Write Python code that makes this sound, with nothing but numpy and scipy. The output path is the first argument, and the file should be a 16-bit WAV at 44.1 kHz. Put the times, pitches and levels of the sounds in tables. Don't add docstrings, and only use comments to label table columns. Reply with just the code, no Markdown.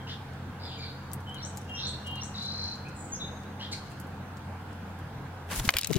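import sys
import numpy as np
from scipy import signal
from scipy.io import wavfile
from scipy.ndimage import uniform_filter1d

SR = 44100
rng = np.random.default_rng(int(sys.argv[2]) if len(sys.argv) > 2 else 0)


def gain_from_db(level_db):
    decades = np.asarray(level_db, float) / 20
    return 10 ** decades


def wrap_up_sound(samples):
    columns = np.atleast_2d(samples).T
    tamed = np.clip(columns, -1, 1)
    steps = np.round(tamed * 32767).astype(np.int16)
    wavfile.write(sys.argv[1], SR, steps)


N = 263718

# (frequency [Hz], level per Hz [dB])
ROAD_SPECTRUM = [(12, -52), (20, -19.5), (60, -13.5), (74, -11), (96, -7.5), (168, -5.5), (270, -11),
                 (399, -19), (485, -14), (607, -20), (923, -15.5), (3740, -33.5), (5380, -39.5),
                 (9140, -45.5), (16000, -49)]
ROAD_DB = -39.5
# (frequency [Hz], width [Hz], level [dB])
ROAD_DRONES = [(451.3, 6.9, -66.5), (785, 200, -61), (1544, 340, -62)]
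# (frequency [Hz], likeness [-1 to 1])
EAR_LIKENESS = [(60, 1.0), (150, 1), (380, 0.91), (950, 0.69), (2380, 0.23), (5980, -0.39), (15000, 0.15)]
# (frequency [Hz], left over right [dB])
ROAD_LEAN = [(60, -1.5), (180, 1), (550, 0.5), (1650, -2), (4970, -0.5), (15000, 0.5)]
# (pitch [Hz], waver [Hz], top level [dB], nearest time [s], fade [dB per s squared])
TRUCK_TONES = [(90.56, 8.95, -42.5, 0.2, 0.01), (132.9, 9.93, -47, 1.1, 0.3), (202.5, 9.7, -48.5, 2.62, 2)]

# (flick time [s], low whistle [Hz], whistles length [s], whistles level [dB], climb level [dB])
SONGS = [
    (1.447, 3000, 0.113, -51.5, -46),
    (1.866, 2770, 0.12, -49, -48),
    (2.231, 2830, 0.141, -47, -46.5),
]
# (from, to) [Hz]
CLIMB_HZ = (3600, 4000)
# (start, knee, high, top) [Hz]
FLICK_HZ = (5890, 7400, 8000, 8150)
# (lead [s], pitch [Hz], level over climb [dB])
PIPS = [
    (.046, 5300, -3.5),
    (.035, 4500, -2.5),
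    (.009, 5200, -1.5),
]
# (start [s], level [dB])
CHURRS = [
    (0.067, -43),
    (3.592, -42.5),
]
# (sweeps [per s], depth [Hz], from [Hz], to [Hz], level [dB])
CHURR_BANDS = [(147.4, 570, 1650, 1500, -11), (156.3, 520, 2600, 3500, -1.5), (130, 2600, 3900, 2700, -5)]
# (start [s], length [s], pitch [Hz], sweep depth [Hz], level [dB])
CHACKS = [
    (3.715, 0.044, 3750, 1200, -37),
    (3.712, .05, 3600, 5600, -39.5),
    (3.72, 0.045, 2000, 490, -46.5),
    (8, .08, 4600, 5000, -47),
    (2.845, 0.061, 2380, 200, -48),
]
# (start [s], length [s], pitch [Hz], sweep depth [Hz], level [dB])
RASPS = [
    (0.0, 0.023, 3020, 340, -54.5),
    (.62, 0.13, 3340, 1087, -52),
    (.69, 0.074, 2800, 1680, -51),
    (.63, 0.093, 7250, 300, -68),
    (.75, 0.11, 2280, 174, -54),
    (1.735, 0.092, 5340, 877, -47.5),
    (1.745, 0.12, 5600, 250, -67),
    (2.36, 0.104, 3510, 250, -52),
]
# (start [s], length [s], top pitch [Hz], swings [per s], level [dB])
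BUZZES = [
    (0.591, 0.23, 4900, 180, -50.5),
    (0.791, 0.12, 4690, 380, -44),
    (2.948, 0.18, 7970, 252, -51),
]
# (start [s], length [s], from [Hz], to [Hz], level [dB])
WHISTLES = [
    (0.775, .028, 7050, 6350, -58),
    (3.196, 0.057, 3840, 3876, -42),
    (3.205, 0.044, 3587, 3602, -38.5),
    (5.59, 0.013, 9250, 9300, -55),
]
# (time [s], pitch [Hz], level [dB])
LOUD_BUZZ = [
    (1.765, 3740, -52),
    (1.79, 4000, -40),
    (1.816, 4250, -42),
    (1.85, 4320, -37),
    (1.92, 4274, -45),
    (1.95, 4300, -45),
]
# (time [s], pitch [Hz], level [dB])
TRILL = [
    (2.34, 3870, -44),
    (2.37, 3880, -42),
    (2.42, 3980, -40),
    (2.5, 3960, -39.5),
    (2.56, 4100, -41),
    (2.65, 4130, -37.5),
    (2.76, 4080, -46.5),
]
# (time [s], pitch [Hz], level [dB])
HOOK = [
    (3.12, 6120, -46),
    (3.135, 6520, -34.5),
    (3.147, 6260, -44),
    (3.158, 5530, -46),
    (3.17, 4800, -58),
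]

# (time [s], peak level [dB], center [Hz], left over right [dB])
CRACKS = [(0.334, -49, 6040, -7), (0.6524, -48, 7310, -1.5), (1.116, -40, 5250, 10),
          (1.1324, -22, 11000, 7), (1.204, -50, 8140, 15), (1.2932, -47, 6950, 5), (1.344, -38.5, 7660, 10),
          (1.427, -42, 6720, 2), (1.563, -44, 11500, 5), (1.5718, -29.5, 7900, 4), (1.6145, -51, 7800, 23),
          (1.645, -50, 8150, 13), (1.695, -46, 7600, 4.5), (2.064, -46, 7000, 4), (2.068, -38, 6500, 4),
          (2.072, -40, 7540, 8), (2.1111, -49, 10500, 16), (2.1556, -47, 7900, 21), (2.4274, -36, 6800, 8),
          (2.451, -40, 6650, 10), (2.756, -47, 6500, 10), (2.884, -47, 6500, 5), (2.889, -43, 6610, 3),
          (3.4341, -50, 6440, -13), (3.903, -56, 7460, -29), (3.916, -45.5, 7960, 10),
          (3.999, -41, 10500, -19), (4.013, -42.5, 9700, 10), (4.0694, -51, 9400, -13),
          (4.3694, -40.5, 6260, 4), (4.729, -49, 6640, -4), (4.9881, -45, 9060, -3)]
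# (time [s], spread [s], swish level [dB], fizz over swish [dB])
STROKES = [(5.526, 0.016, -35, -6.5), (5.575, 0.018, -48.5, 11.5), (5.598, 0.005, -39, -5),
           (5.654, 0.0093, -41.5, 4), (5.625, 0.012, -54, 0), (5.68, 0.0046, -42, 6),
           (5.699, 0.0085, -28.5, -15), (5.725, .015, -56, 4), (5.81, 0.014, -56, 1.5),
           (5.759, 0.014, -32.5, -13), (5.87, 0.018, -73, 3), (5.95, 0.038, -40, -7)]
# (time [s], level [dB], pitch [Hz], length [s], left over right [dB])
GUSTS = [(5.526, -40, 199, 0.016, 3), (5.595, -33, 38.8, 0.028, 1), (5.62, -36, 124, 0.031, 0),
         (5.653, -31, 217, 0.0079, 5), (5.679, -23.5, 90, 0.0026, -0.5), (5.744, -26, 536, 0.0046, -5),
         (5.757, -22, 70, 0.0064, 0), (5.771, -47, 246, 0.017, 1), (5.868, -48, 109, 0.023, 19),
         (5.897, -32, 245, 0.0049, 27), (5.911, -27.5, 420, 0.0081, 29), (5.912, -28.5, 157, 0.018, 20),
         (5.917, -28.5, 350, 0.0031, 26), (5.953, -32, 231, 0.0059, 25), (5.964, -22, 130, 0.0044, 27),
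         (5.966, -30.5, 383, 0.0073, 25), (5.98, -35, 200, 0.0066, 13)]
# (time [s], peak level [dB], center [Hz], rattle over body [dB], length [ms])
SEEDS = [(5.5096, -34, 6500, -10, 4.9), (5.533, -29, 6800, -10, 2.5), (5.5604, -26.5, 7340, -5, 2.7),
         (5.597, -25, 4300, -12, 2.1), (5.652, -28, 5000, -4, 2.9), (5.705, -21, 5500, 1.5, 2.5),
         (5.739, -17, 2610, -15, 2.9), (5.768, -12, 2620, -0.5, 3), (5.7859, -10.5, 3600, 2.5, 1.8),
         (5.7909, -18, 2800, -1, 2.5), (5.8116, -16, 7240, -9, 3.7), (5.8231, -25, 3200, -14, 1.8),
         (5.833, -17, 3990, -11, 2.2), (5.8455, -11, 4630, -12, 2.7), (5.858, -30, 2280, -15, 4),
         (5.8716, -15.5, 6500, 2, 3.4), (5.896, -32, 4000, -3, 2.5), (5.905, -29.5, 3020, -5, 2.5),
         (5.9124, -22, 6450, -6, 2.4), (5.9256, -36, 7000, 13, 2.2), (5.9304, -17, 3020, -7, 2.6),
         (5.934, -18, 5600, -13, 2.8), (5.942, -18, 4000, -4, 1.9), (5.9554, -24, 4680, -16, 2.9),
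         (5.963, -16.5, 4600, -18, 3.8), (5.9672, -22, 4200, -3, 2.8)]
# (pitch [Hz], level [dB], time to fade by 60 dB [s])
TRAY_RINGS = [(1770, -39, 0.022), (2480, -8, 0.054), (3080, 4.5, 0.014), (4016, 1.5, 0.024),
              (4600, -6, 0.016), (5090, -4, 0.028), (5640, -35, 0.028), (6800, 9, 0.008)]
# (time [s], peak level [dB])
CLAP = [
    (5.69057, 3.0),
    (5.6915, -9),
    (5.6919, -7),
    (5.6928, -13),
    (5.6937, -13),
    (5.6945, -14),
]


def evened(x):
    return x / np.sqrt(np.mean(x ** 2) + 1e-20)


def peaked(x):
    return x / abs(x).max()


def read(points, hz):
    f, value = np.transpose(points)
    return np.interp(np.log(hz + 1), np.log(f + 1), value)


def add(mix, s, sound, pan_db):
    part = mix[:, round(s * SR):][:, :sound.shape[-1]]
    part += sound[..., :part.shape[1]] * gain_from_db(np.array([[pan_db / 2], [-pan_db / 2]]))


def apart(x, count):
    return np.array([x[0], np.roll(x[1], count)])


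def resonate(x, hz, width):
    turn = np.exp(2j * np.pi * np.cumsum(hz * np.ones(len(x))) / SR)
    r = np.exp(-np.pi * abs(width) / SR)
    return 2 * (turn * signal.lfilter([1 - r], [1, -r], x / turn)).real


def resonate_twice(x, hz, width, second_width):
    return resonate(resonate(x, hz, width), hz, second_width)


def band(x, lo_hz, hi_hz):
    sos = signal.butter(2, [lo_hz, min(hi_hz, SR * .49)], "band", fs=SR, output="sos")
    return signal.sosfilt(sos, x)


def echoes(x, t60, start):
    t = np.arange(SR) / SR
    taps = rng.standard_normal((2, SR)) * (rng.random((2, SR)) < .06)
    taps = taps * gain_from_db(-60 * t / t60) * (t > start)
    return signal.fftconvolve(x, taps / np.linalg.norm(taps, axis=1, keepdims=True), axes=1)[:, :N]


def yard():
    frames, hz = N // 512 + 5, np.fft.rfftfreq(2048, 1 / SR)
    a, b, c, d, patches = rng.standard_normal((frames, 1025, 5)).T
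    patches = uniform_filter1d(patches, size=20, axis=0)
    patches = evened(uniform_filter1d(patches, size=6, axis=1))
    same = np.clip(read(EAR_LIKENESS, hz), -.995, .995)[:, None]
    early = np.exp(2j * np.pi * hz * 0.61 / SR)[:, None]
    lean = gain_from_db(read(ROAD_LEAN, hz) / 2)[:, None]
    left = a + 1j * b
    right = same * left * early + np.sqrt(1 - same ** 2) * (c + 1j * d)
    z = np.array([left * lean, right / lean])
    color = gain_from_db(read(ROAD_SPECTRUM, hz)[:, None] + 1.38 * patches)
    wash = signal.istft(z * color, nperseg=2048, noverlap=1536)[1][:, :N]
    white = signal.istft(z, nperseg=2048, noverlap=1536)[1][:, :N]
    hiss = gain_from_db(-71) * rng.standard_normal((2, N))
    drone = np.zeros((2, N))
    for f, width, db in ROAD_DRONES:
        drone += gain_from_db(db) * evened(np.array([resonate_twice(x, f, width, 2 * width) for x in white]))
    return gain_from_db(ROAD_DB - 3.5) * evened(wash) + drone + truck(white) + hiss


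def truck(white):
    t, out = np.arange(N) / SR, np.zeros((2, N))
    for hz, waver, db, nearest, fade in TRUCK_TONES:
        smooth = np.exp(-2 * np.pi * 5.47 / SR)
        drift = evened(signal.lfilter([1], [1, -smooth], rng.standard_normal(N)))
        tone = np.sin(2 * np.pi * np.cumsum(hz + .5 * waver * drift) / SR)
        halo = np.array([resonate_twice(x, hz, waver, 2 * waver) for x in white])
        level = gain_from_db(db - 1.0 - fade * (t - nearest) ** 2)
        out += level * (0.8 * evened(tone) + 0.31 * evened(halo))
    return out


def note(sweeps, depth_hz, fall, hoarse, rows):
    s, hz, db = np.transpose(rows)
    t = np.arange(s[0], s[-1], 1 / SR)
    noise, wobble = rng.standard_normal((2, SR // 2))[:, :len(t)]
    uneven = 1 + .06 * evened(uniform_filter1d(wobble, size=400))
    cycle = (np.cumsum(uneven) * sweeps / SR) % 1
    fall = max(fall, .05)
    if depth_hz > 0:
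        slide = np.exp(-cycle / fall)
    else:
        slide = (np.cos(np.pi * cycle) ** 2) ** (.5 / fall)
    hz = np.interp(t, s, hz) + depth_hz * slide
    soft = np.clip(depth_hz / 3300, 0, .75) * np.maximum(slide ** 0.37, np.exp(-(1 - cycle) / 0.08))
    tone = np.sin(2 * np.pi * np.cumsum(hz) / SR)
    width = .5 * abs(depth_hz) * min(2 * fall, 1)
    breath = resonate_twice(noise, hz, width, width)
    hoarse = np.clip(hoarse, 0, 1)
    voice = np.sqrt(1 - hoarse) * evened(tone) + np.sqrt(hoarse) * evened(breath)
    edges = signal.windows.tukey(len(t), min((0.0011 + 0.012 * hoarse) * SR / len(t), 1))
    return gain_from_db(np.interp(t, s, db)) * evened(voice * (1 - soft)) * edges


def shaped(start, length, from_hz, to_hz, db, fade_db):
    rise = min(.03 / length, .4)
    return [(start, from_hz, db - 10), (start + rise * length, from_hz + rise * (to_hz - from_hz), db),
            (start + length, to_hz, db + fade_db)]


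def song(s, low_hz, length, pair_db, climb_db):
    clear, notes, part = (29.0, 48, 0.38, 0.17, 3.2), [], np.linspace(0, 1, num=7)
    sag, flick_db = 0.023, -44.5
    for late, hz, drop, weak_db in ((0, low_hz, sag, 0), (0.114, 3160, -.4 * sag, -4.0)):
        when = s - .187 + length * (late + (1 - late) * part)
        flutter_db = np.sign(drop) * 5.5 * np.cos(3 * np.pi * part)
        db = pair_db + weak_db - flutter_db - 2.6 * (part == 0)
        notes.append((clear, np.transpose([when, hz * (1 + drop * (.5 - part)), db])))
    climb_s = 0.069
    climb = shaped(s - climb_s - .035, climb_s, *CLIMB_HZ, climb_db - 7.5, -1.5)
    notes.append(((75, 765, 0.29, 0.8, 1.1), climb))
    for lead, hz, over_db in PIPS:
        pip = shaped(s - lead, 0.0095, 0.85 * hz, 0.7 * hz, climb_db + over_db, -1.5)
        notes.append(((150, 250, 0.42, 0.16, 1.5), pip))
    tick_hz = 5760
    notes.append((clear, shaped(s - .03, 0.022, tick_hz * 0.91, tick_hz, climb_db - 4.0, 11.0)))
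    low, knee, high, top = FLICK_HZ
    flick = [(s + 0.0017, low, flick_db + 11.0), (s + 0.00203 + 0.0051, knee, flick_db - 4.0),
             (s + 0.0144, high, flick_db - 5.0), (s + 0.015 + 0.0187, top, flick_db - 4.5)]
    return notes + [(clear, flick)]


def repertoire():
    notes = [((156, -750, 0.5, 0.76, -1.0), LOUD_BUZZ), ((12, 64, 0.8, 0.024, 1.5), HOOK)]
    for row in SONGS:
        notes += song(*row)
    for s, db in CHURRS:
        for rate, depth, hz, to_hz, band_db in CHURR_BANDS:
            notes.append(((rate, depth, .42, .95, .9), shaped(s, .08, hz, to_hz, db + band_db, -6.0)))
    for s, length, hz, depth, db in CHACKS:
        notes.append(((200, depth, .4, .9, 1.1), shaped(s, length, .97 * hz, 1.1 * hz, db, -28)))
    for s, length, hz, depth, db in RASPS:
        notes.append(((110, depth, .4, .8, 1.1), shaped(s, length, 1.02 * hz, .98 * hz, db, -1)))
    for s, length, hz, rate, db in BUZZES:
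        notes.append(((rate, -1130, .24, .5, .4), shaped(s, length, 1.01 * hz, .98 * hz, db, -8)))
    for row in WHISTLES:
        notes.append(((27.4, 43, 0.51, .025, 2.0), shaped(*row, -6.0)))
    return notes


def songbirds():
    out, close = np.zeros((2, 2, N))
    for (*voice, pan_db), rows in repertoire():
        add(out, rows[0][0], note(*voice, rows), pan_db)
    add(close, TRILL[0][0], note(49.4, 2800, .13, .25, TRILL), 1.8)
    far = out + gain_from_db(-3.5) * close
    near, deep = echoes(far, t60=.24, start=.005), echoes(far, t60=.95, start=.03)
    return gain_from_db(1.5) * apart(out + close, count=-4) + gain_from_db(-1.2) * near + gain_from_db(-7.0) * deep


def burst(ms):
    t = np.arange(900) / SR * 1000 / max(ms, .3)
    snaps = rng.standard_normal(900) * gain_from_db(6.0 * np.minimum(rng.exponential(1, 900), 3))
    return snaps * np.where(t < .55, np.exp(-((t - .55) / .36) ** 2), np.exp(-(t - .55) / .5))


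def beak():
    out = np.zeros((2, N))
    for s, db, hz, pan_db in CRACKS:
        x = burst(2.24)
        x = band(x, 0.61 * hz, 1.46 * hz) + 0.3 * band(x, 2900, 17400)
        add(out, s, gain_from_db(db) * peaked(x), pan_db)
    return apart(out, count=1) + gain_from_db(-3.0) * echoes(out, t60=0.063, start=0.0017)


def wings():
    t = np.arange(5.5 - .04, N / SR, 1 / SR)
    s, spread, db, fizz_db = np.transpose(STROKES)[..., None]
    rustle = gain_from_db(-51) * np.clip((t - t[0]) / 0.091, 0, 1)
    stroke = gain_from_db(db) * np.exp(-.5 * ((t - s) / spread) ** 2)
    swish_level = rustle + stroke.sum(0)
    fizz_level = rustle + (stroke * gain_from_db(fizz_db)).sum(0)
    shared, left, right, rough = rng.standard_normal((4, len(t)))
    grain = gain_from_db(2.0 * evened(uniform_filter1d(rough, size=60)))
    out = np.zeros((2, N))
    for own, side in ((left, 0), (right, 1)):
        swish = band((shared + 0.78 * own) * grain, 240, 2950)
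        fizz = band((shared + 18.0 * own) * grain, 1670, 13000)
        fizz = gain_from_db(2.0 - 2.3 * side) * evened(fizz)
        out[side, -len(t):] = swish_level * evened(swish) + fizz_level * fizz
    return out


def gusts():
    out, t = np.zeros((2, N)), np.arange(-3000, 3000) / SR
    for s, db, hz, length, pan_db in GUSTS:
        unlike = [[1], [np.clip(hz / 300, .1, 1)]]
        rumble = np.cumsum(rng.standard_normal((2, 6000)) * unlike, axis=0)
        swirl = np.array([evened(resonate_twice(x, hz, .5 * hz, hz)) for x in rumble])
        push = 1.2 * np.cos(2 * np.pi * hz * t * (1 - 4.0 * t)) + .45 * swirl
        add(out, s + t[0], gain_from_db(db) * push * np.exp(-(t / length) ** 2), pan_db)
    return out


def tray(x):
    t = np.arange(1500) / SR
    ring = sum(gain_from_db(db - 60 * t / t60) * np.sin(2 * np.pi * hz * t) for hz, db, t60 in TRAY_RINGS)
    return np.convolve(x, ring)


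def seeds():
    out = np.zeros((2, N))
    for s, db, hz, bright_db, ms in SEEDS:
        x, other = burst(ms), burst(ms)
        for side, lean in ((0, 0.61), (1, -0.19)):
            own = x + .8 * side * other
            ring = tray(own)[:900]
            body = band(own, 0.54 * hz, 1.83 * hz)
            fizz = band(own, 8300, 23500)
            hit = gain_from_db(lean * 4) * (peaked(body) + gain_from_db(-10.5) * peaked(ring))
            hit = hit + gain_from_db(bright_db + lean * 14.5) * peaked(fizz)
            part = out[side, round(s * SR) - 40 + 2 * side:][:900]
            part += gain_from_db(db + 4.5) * hit[:len(part)]
    ringing = band(echoes(out, t60=0.1, start=.002), 1500, 5000)
    return out + gain_from_db(-12.5) * ringing + gain_from_db(-19) * echoes(out, t60=0.06, start=.002)


def clap():
    out, t = np.zeros((2, N)), np.arange(1500) / SR * 1000
    suction = -np.exp(-((t - .13) / .052) ** 2)
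    rebound = .65 * np.exp(-((t - .27) / np.where(t < .27, .06, .16)) ** 2)
    pulse = suction + rebound - .25 * np.exp(-((t - .6) / .07) ** 2)
    for s, db in CLAP:
        add(out, s, gain_from_db(db) * pulse, .9)
    add(out, CLAP[0][0], gain_from_db(-10) * peaked(tray(pulse)), .9)
    snap = band(burst(2.2), 3500, 20400)
    add(out, CLAP[0][0] - .0004, gain_from_db(-9) * peaked(snap), .9)
    return out + gain_from_db(-3.0) * echoes(out, t60=0.007, start=.002)


def scene():
    return yard() + songbirds() + beak() + wings() + gusts() + seeds() + apart(clap(), count=2)


def band_limit(x):
    return signal.sosfilt(signal.butter(12, 17140, fs=SR, output="sos"), x)


def record(dry):
    power_db = 10 * np.log10(abs(uniform_filter1d((dry ** 2).mean(0), size=900)) + 1e-12)
    fall = np.arange(N) * 3.4 / SR
    over_db = np.maximum(np.maximum.accumulate(power_db + fall) - fall + 30.5, 0)
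    late_db = signal.lfilter([.002], [1, -.998], over_db)
    ducked = dry / gain_from_db(.5 * late_db)

    def lowpass(hz):
        taps = signal.firwin(801, hz, window=("kaiser", 9), fs=SR)
        return signal.oaconvolve(ducked, taps[None], "same", axes=1)

    cut = lowpass(15880)
    top = lowpass(16900) - cut
    strong = uniform_filter1d((top ** 2).mean(0), size=256) > gain_from_db(-122)
    gate = uniform_filter1d(1. * strong, size=200)
    return band_limit(cut + gain_from_db(-21) * gate * top)


dry = scene()
out = record(dry)
wrap_up_sound(out)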